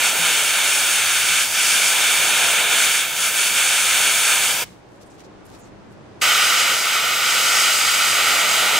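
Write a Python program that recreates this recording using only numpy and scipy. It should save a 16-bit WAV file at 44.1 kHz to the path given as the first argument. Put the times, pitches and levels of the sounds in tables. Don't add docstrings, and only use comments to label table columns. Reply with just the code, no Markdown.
import sys
import numpy as np
from scipy import signal
from scipy.fft import rfft, irfft, next_fast_len
from scipy.io import wavfile
from scipy.ndimage import uniform_filter1d

SR = 44100
rng = np.random.default_rng(int(sys.argv[2]) if len(sys.argv) > 2 else 0)


def amp(db):
    return 10 ** (np.asarray(db, float) / 20)


def write(x):
    x = np.atleast_2d(x).T
    wavfile.write(sys.argv[1], SR, np.round(np.clip(x, -1, 1) * 32767).astype(np.int16))


N = 387638
T = np.arange(N) / SR
M = next_fast_len(N)
HZ = np.maximum(np.fft.rfftfreq(M, 1 / SR), 1)


def read(table, hz):
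    table = np.array(table)
    return np.interp(np.log(hz), np.log(table[:, 0]), table[:, 1])


def unit(x):
    return x / np.sqrt(np.mean(x ** 2))


def walk(rate):
    k = int(SR / rate)
    steps = np.repeat(rng.standard_normal(N // k + 1), k)
    return unit(uniform_filter1d(uniform_filter1d(steps, k), k)[:N])


def bumps(s, length):
    return np.exp(-(2 * (T - s[:, None]) / length[:, None]) ** 2)


def causal(db, size=2048):
    cepstrum = irfft(np.log(amp(db)), size)
    cepstrum[..., 1:size // 2] *= 2
    cepstrum[..., size // 2 + 1:] = 0
    return irfft(np.exp(rfft(cepstrum)), size)


# frequency in Hz, level in dB per Hz.
JET_COLOUR = [
    [(150.0, -32.3), (300.0, -27.2), (600.0, -19.5), (1000.0, -14.4), (1500.0, -4.6), (2500.0, 0.0),
     (4000.0, -17.6), (6000.0, -8.4), (8500.0, -23.3), (11000.0, -19.9), (12500.0, -28.6), (15700.0, -23.4)],
    [(150.0, -30.9), (300.0, -21.8), (600.0, -18.5), (1000.0, -14.7), (1500.0, -0.3), (2500.0, -7.4),
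     (4000.0, -7.6), (6000.0, 0.0), (8500.0, -18.5), (11000.0, -27.4), (12500.0, -31.4), (15700.0, -26.9)],
]
# centre in Hz, width in Hz, peak or notch in dB, left minus right in dB.
FIRST_REFLECTIONS = [(330.0, 90.0, -1.5, -1.4), (760.0, 90.0, -0.2, -3.3), (1060.0, 170.0, -3.9, 5.7),
                     (1150.0, 140.0, -5.9, -6.8), (1800.0, 180.0, 3.1, 7.2), (1910.0, 580.0, -14.5, -4.5),
                     (1895.0, 70.0, -6.0, 0.0), (2290.0, 170.0, 1.5, 0.0), (2560.0, 290.0, -8.2, -3.8),
                     (2880.0, 160.0, -5.2, -0.0), (3180.0, 100.0, -0.8, -6.0), (3580.0, 300.0, 5.0, 3.4),
                     (4160.0, 110.0, -0.8, 5.1), (4630.0, 370.0, 5.6, 2.3), (5120.0, 900.0, -13.2, -1.7),
                     (5440.0, 360.0, 6.9, 4.2), (5810.0, 390.0, -14.3, -0.1), (6620.0, 130.0, -1.6, 3.5),
                     (6920.0, 220.0, -3.5, -1.9), (8350.0, 800.0, 8.6, -3.4), (9350.0, 900.0, 5.2, 4.3),
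                     (10010.0, 310.0, 4.2, 0.8), (11750.0, 650.0, -6.7, 2.1), (15490.0, 370.0, -11.1, 11.9)]
# centre in Hz, width in Hz, height in dB, left minus right in dB.
TURNED_REFLECTIONS = [(320.0, 210.0, -6.3, -1.7), (1070.0, 230.0, -15.9, 10.7), (1110.0, 340.0, 8.8, -11.3),
                      (1350.0, 150.0, 1.2, 0.0), (1690.0, 410.0, -15.9, 9.0), (1700.0, 90.0, -4.0, 0.0),
                      (1790.0, 170.0, 2.3, -10.0), (1920.0, 150.0, 2.3, 7.5), (1980.0, 610.0, -3.2, -11.9),
                      (2680.0, 360.0, -3.8, 5.8), (3030.0, 230.0, 2.1, 0.8), (3240.0, 190.0, -3.1, 3.2),
                      (3620.0, 460.0, -4.6, -4.2), (4240.0, 250.0, -1.1, -9.0), (4410.0, 900.0, -11.0, 3.5),
                      (5290.0, 490.0, -8.8, 11.4), (5480.0, 710.0, -6.8, -11.4),
                      (5930.0, 310.0, -15.9, 11.9), (6200.0, 400.0, -9.9, -1.7),
                      (6870.0, 640.0, -11.3, 3.9), (7610.0, 610.0, -4.2, 1.6), (9370.0, 160.0, -5.2, -7.2),
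                      (13580.0, 900.0, 6.2, -1.5), (15550.0, 780.0, -9.7, -11.9)]
RIGHT_LEAD_US = [-2, 15]


def paths(pose):
    hz = np.maximum(np.fft.rfftfreq(2048, 1 / SR), 1)
    reflections = (FIRST_REFLECTIONS, TURNED_REFLECTIONS)[pose]
    centre, width, db, pan_db = np.transpose(reflections)
    shape = 1 / (1 + (2 * (hz[:, None] - centre) / width) ** 2)
    colour = read(JET_COLOUR[pose], hz)
    both = np.array([colour + shape @ (db + side * pan_db / 2) for side in (1, -1)])
    lead = np.exp(np.array([[-1j], [1j]]) * np.pi * HZ * RIGHT_LEAD_US[pose] / 10 ** 6)
    return rfft(causal(both), M) * lead


# frequency in Hz, level in dB per Hz.
SCATTER = [
    [(300.0, -34.1), (600.0, -35.9), (1000.0, -30.5), (1550.0, -32.8), (2000.0, -23.1), (2900.0, -23.3),
     (3900.0, -25.6), (5000.0, -24.5), (6300.0, -20.9), (7300.0, -23.5), (8600.0, -24.0), (10500.0, -26.8),
     (12500.0, -30.3), (15700.0, -29.7)],
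    [(300.0, -34.6), (600.0, -37.0), (1000.0, -31.6), (1550.0, -28.8), (2000.0, -24.1), (2900.0, -24.2),
     (3900.0, -27.6), (5000.0, -24.4), (6300.0, -23.9), (7300.0, -23.7), (8600.0, -24.5), (10500.0, -27.8),
     (12500.0, -31.6), (15700.0, -32.9)],
]
# centre in Hz, width in Hz.
HAND_NOTCHES = [
    [(4920, 380), (5770, 320)],
    [(5250, 300), (5900, 200)],
]


def turbulence(pose, shadow):
    direct = rfft(rng.standard_normal(M)) * paths(pose)
    jet = direct + rfft(rng.standard_normal((2, M))) * amp(read(SCATTER[pose], HZ))
    shaded = sum(np.exp(-(2 * (HZ - hz) / width) ** 2) for hz, width in HAND_NOTCHES[pose])
    jet = jet - rfft(shadow * irfft(jet * shaded, M)[:, :N], M)
    return jet / np.sqrt(1 + (230 / HZ) ** 4)


# centre in seconds, change in dB, length in seconds.
SLIPS = [(0, -1.5, .06), (.06, 2.2, .07), (.155, -2, .11), (.27, 1.2, .05), (1.24, -1.5, .08),
         (1.4, 1, .08), (1.5, -6.5, .13), (2.44, 1.2, .1), (2.67, -2, .07), (2.73, 1.2, .05),
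         (2.83, 1.5, .06), (3.08, -6.5, .14), (3.16, -4, .09), (3.32, -5, .08), (3.52, -3, .07),
         (3.59, 1.5, .06), (4.08, 1.2, .08), (4.31, 1.5, .07), (4.4, -1.2, .06), (6.61, 1.2, .06),
         (6.82, -1.5, .1), (6.95, 1.2, .06), (7.02, -2, .06), (7.19, -1.5, .1), (8.3, 1.2, .08),
         (8.46, -1.3, .07), (8.7, -1.2, .07)]


def aim():
    s, db, length = np.transpose(SLIPS)
    return db @ bumps(s, length)


# opens in seconds, rise in seconds, shuts in seconds, fall in seconds.
VALVE = [
    (-1, .002, 4.638, .0037),
    (6.216, .0013, 10, .004),
]
# time in seconds, air flow in dB, lean towards the desk in dB,
# turn towards the camera in dB, hand shadow from -1 to 1.
HANDS = [
    [(0, -.6, 3.3, .3, .65), (1.2, -.5, -2, .3, .1), (1.6, .3, -2.5, .8, -.9), (2.07, .4, 1, .5, .25),
     (2.7, 0, 3.5, -.9, .45), (2.86, .8, 0, -.1, .3), (3.1, -.5, -2, -1.6, .1), (3.25, -.4, -1.8, .6, .1),
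     (4.45, .2, .8, .3, .55)],
    [(6.23, 1.2, 0, -.3, -.3), (6.6, .8, -1, -1.5, -.4), (6.75, -1.5, 0, -.6, -.2),
     (7.08, -1.6, .5, -1.7, -.1), (7.55, .8, -.5, 1.1, -.4), (7.82, -.5, -2, .6, .4), (8.3, 0, 1.5, 0, .45),
     (8.6, .2, 3, 0, .6), (8.79, 0, 4.5, -.8, .3)],
]
# lowest in Hz, highest in Hz.
REGIONS_HZ = [
    (350, 1000),
    (1100, 4000),
    (4500, 10500),
    (12000, 15500),
]
# desk wash, part splash, edge hiss, nozzle hiss in dB.
REGION_DB = [
    (-35, -19.9, -21.3, -33.7),
    (-34, -19, -22.8, -34.6),
]
FEELS_SLIP = (.45, 1.05, .95, .3)
FEELS_LEAN = (1.05, .1, -.15, .02)
FEELS_TURN = (0, -.25, 1.05, .5)


def burst(pose, slip, flicker_db=.6, flicker_rate=20):
    opens, rise, shuts, fall = VALVE[pose]
    when, *drifts = np.transpose(HANDS[pose])
    flow, lean, turn, shadow = (np.interp(T, when, drift) for drift in drifts)
    ease = np.clip(1 - (shuts - T) / .2, 0, 1)
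    ease_db = (-1, -8, -6.5, -.2)
    jet = turbulence(pose, shadow - 2.2 * ease)
    power = np.abs(jet.mean(0)) ** 2
    out = 0
    for k, (lo, hi) in enumerate(REGIONS_HZ):
        corners = [(hz, float(j == k)) for j, pair in enumerate(REGIONS_HZ) for hz in pair]
        share = read(corners, HZ)
        inside = np.sqrt(2 * np.sum(power[(HZ > lo) & (HZ < hi)]) / M / N)
        db = REGION_DB[pose][k] + flow + ease_db[k] * ease
        db = db + FEELS_LEAN[k] * lean + FEELS_TURN[k] * turn + FEELS_SLIP[k] * slip
        flicker = flicker_db * walk(flicker_rate)
        out = out + amp(db + flicker) * irfft(jet * share, M)[:, :N] / inside
    opening = 1 + np.tanh((T - opens) / rise / 2)
    closing = 1 + np.tanh((shuts - T) / fall / 2)
    return out * opening * closing / 4


# frequency in Hz, level in dB per Hz.
BARE_JET = [(150, -25), (500, -7), (1500, 0), (3000, 0), (8000, -4), (11000, -12), (15700, -18)]


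def echo(x, t60_s=.46, level_db=-22):
    flow = np.sqrt(np.abs(uniform_filter1d(x.mean(0) ** 2, 200)))
    noise = rfft(rng.standard_normal(M)) * amp(read(BARE_JET, HZ))
    jet = flow * unit(irfft(noise, M)[:N])
    tail = rng.standard_normal((2, SR // 2)) * amp(-60 * T[:SR // 2] / t60_s)
    tail = tail / np.sqrt(np.sum(tail ** 2) / 2)
    return signal.fftconvolve(jet[None], tail, axes=1)[:, :N] * amp(level_db)


# frequency in Hz, likeness from 0 to 1.
ROOM_ALIKE = [(30, .65), (130, .55), (300, .4), (1500, .2), (7000, 0)]


def air(colour):
    alike = np.clip(read(ROOM_ALIKE, HZ), -1, 1)
    noise = rfft(rng.standard_normal((2, M))) * amp(read(colour, HZ))
    mid, side = noise * np.sqrt([1 + alike, 1 - alike])
    both = irfft([mid + side, mid - side], M)[:, :N]
    return both / both.mean(0).std()


# frequency in Hz, level in dB per Hz.
ROOM_AIR = [(150, -22), (300, -1), (400, -4), (800, -9), (1500, -16), (2200, -21), (3000, -24.5),
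            (4500, -29), (6000, -31.5), (9000, -39), (11500, -50), (13000, -54), (15500, -57)]
# frequency in Hz, level in dB.
HUM = [(120.5, -58), (355, -68)]


def room(swell_db=.5, wobble_db=2.5, wander_hz=3.0):
    out = air(ROOM_AIR) * amp(-44.5 + swell_db * walk(3))
    for hz, db in HUM:
        turns = np.cumsum(hz + wander_hz * walk(5)) / SR
        out = out + np.sqrt(2) * amp(db + wobble_db * walk(6)) * np.sin(2 * np.pi * turns)
    return out


# frequency in Hz, level in dB per Hz.
DEEP = [(12, -25), (25, -9), (45, -4), (75, 0), (110, -20), (300, -100)]
# frequency in Hz, level in dB per Hz.
LOW = [(30, -70), (65, -20), (100, 0), (150, -2), (210, 0), (330, -20), (900, -100)]
# centre in seconds, deep change in dB, low change in dB, length in seconds.
DRAUGHTS = [(.4, -3, 0, 1.1), (1.33, 7, 5, .15), (2.2, 5, 3, .2), (3.53, 6, 4, .12), (4.3, 4, 2.5, .7),
            (4.83, -2, -4, .15), (5.8, 3, 2, .9), (6.95, 0, -2, .4), (8.1, 0, 3, .12), (8.5, 0, 5, .2),
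            (8.76, 0, 5, .3)]


def rumble(deep_pan_db=3.5, sway_db=1.2):
    s, deep_db, low_db, length = np.transpose(DRAUGHTS)
    gust = bumps(s, length)
    pan = deep_pan_db * np.array([[.5], [-.5]])
    deep = air(DEEP) * amp(-61.5 + deep_db @ gust + sway_db * walk(4) + pan)
    return deep + air(LOW) * amp(-51 + low_db @ gust + sway_db * walk(4))


# start in seconds, level in dB, pitch in Hz, 60 dB decay in seconds.
KNOCKS = [
    (.19, -32.8, 170, .39),
]


def knocks():
    out = np.zeros(N)
    for s, db, hz, t60 in KNOCKS:
        t = np.maximum(T - s, 0)
        out += amp(db - 60 * t / t60) * np.sin(2 * np.pi * hz * t) * (1 - np.exp(-t / .008))
    return out


# centre in seconds, level in dB, length in seconds, centre in Hz, width in Hz.
RUBS = [(4.94, -65, .14, 7000, 8000), (5.024, -52.5, .04, 5500, 9000), (5.07, -61, .05, 8000, 6000),
        (5.115, -57, .04, 7000, 5000), (5.15, -61, .05, 7000, 7000), (5.203, -51, .055, 4200, 9000),
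        (5.252, -54, .04, 5000, 6000), (5.462, -54, .025, 9000, 9000), (5.495, -56, .06, 6000, 9000),
        (5.545, -50.5, .07, 5000, 9000), (5.6, -54.5, .035, 8500, 8000), (5.63, -57, .08, 7000, 2000),
        (5.665, -59, .06, 6000, 8000), (5.925, -61, .045, 7000, 10000), (6.209, -50, .014, 8000, 12000)]


def rubs(grain_db=3.5, alike=.3):
    out = np.zeros((2, N))
    t = T[:SR // 4] - 1 / 8
    hz_axis = np.fft.rfftfreq(len(t), 1 / SR)
    for s, db, length, hz, width in RUBS:
        skin = rng.standard_normal((3, len(t)))
        grain = np.repeat(rng.standard_normal(len(t)), 40)[:len(t)]
        skin = (alike * skin[0] + skin[1:]) * amp(grain_db * grain)
        band = 1 / (1 + (2 * (hz_axis - hz) / width) ** 2) ** 1.1
        swell = np.exp(-(2 * t / length) ** 2 * 1.3)
        k = int((s - 1 / 8) * SR)
        out[:, k:k + len(t)] += amp(db) * unit(irfft(rfft(skin) * band, len(t))) * swell
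    return out


# start in seconds, level in dB, pitch in Hz.
TICKS = [
    (5.064, -52, 9000),
    (5.069, -52, 9000),
    (5.077, -52, 8800),
    (5.102, -50, 9000),
    (5.118, -49, 5700),
    (5.218, -47, 3400),
    (5.453, -48, 6500),
    (5.48, -49, 3500),
    (5.589, -47, 7000),
]


def ticks(decay_s=.0006):
    out = np.zeros((2, N))
    t = T[:SR // 100]
    for s, db, hz in TICKS:
        k = int(s * SR)
        out[:, k:k + len(t)] += amp(db) * np.sin(2 * np.pi * hz * t) * np.exp(-t / decay_s)
    return out


def scene():
    slip = aim()
    spray = amp(.6) * (burst(0, slip) + burst(1, slip))
    shut, opens = VALVE[0][2], VALVE[1][0]
    held = np.where(T < opens, np.exp(-np.maximum(T - shut, 0) / .9), 1)
    background = rumble() + room() * amp(-6 * held)
    return spray + echo(spray) + background + knocks() + rubs() + ticks()


def top_cut(x):
    return signal.sosfilt(signal.butter(12, 16480, fs=SR, output="sos"), x)


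def record(dry, ceiling=1.1):
    rounded = ceiling * np.tanh(dry / ceiling)
    top = signal.ellip(12, .3, 70, 15730, fs=SR, output="sos")
    return top_cut(signal.sosfilt(top, rounded))


dry = scene()
out = record(dry)
write(out)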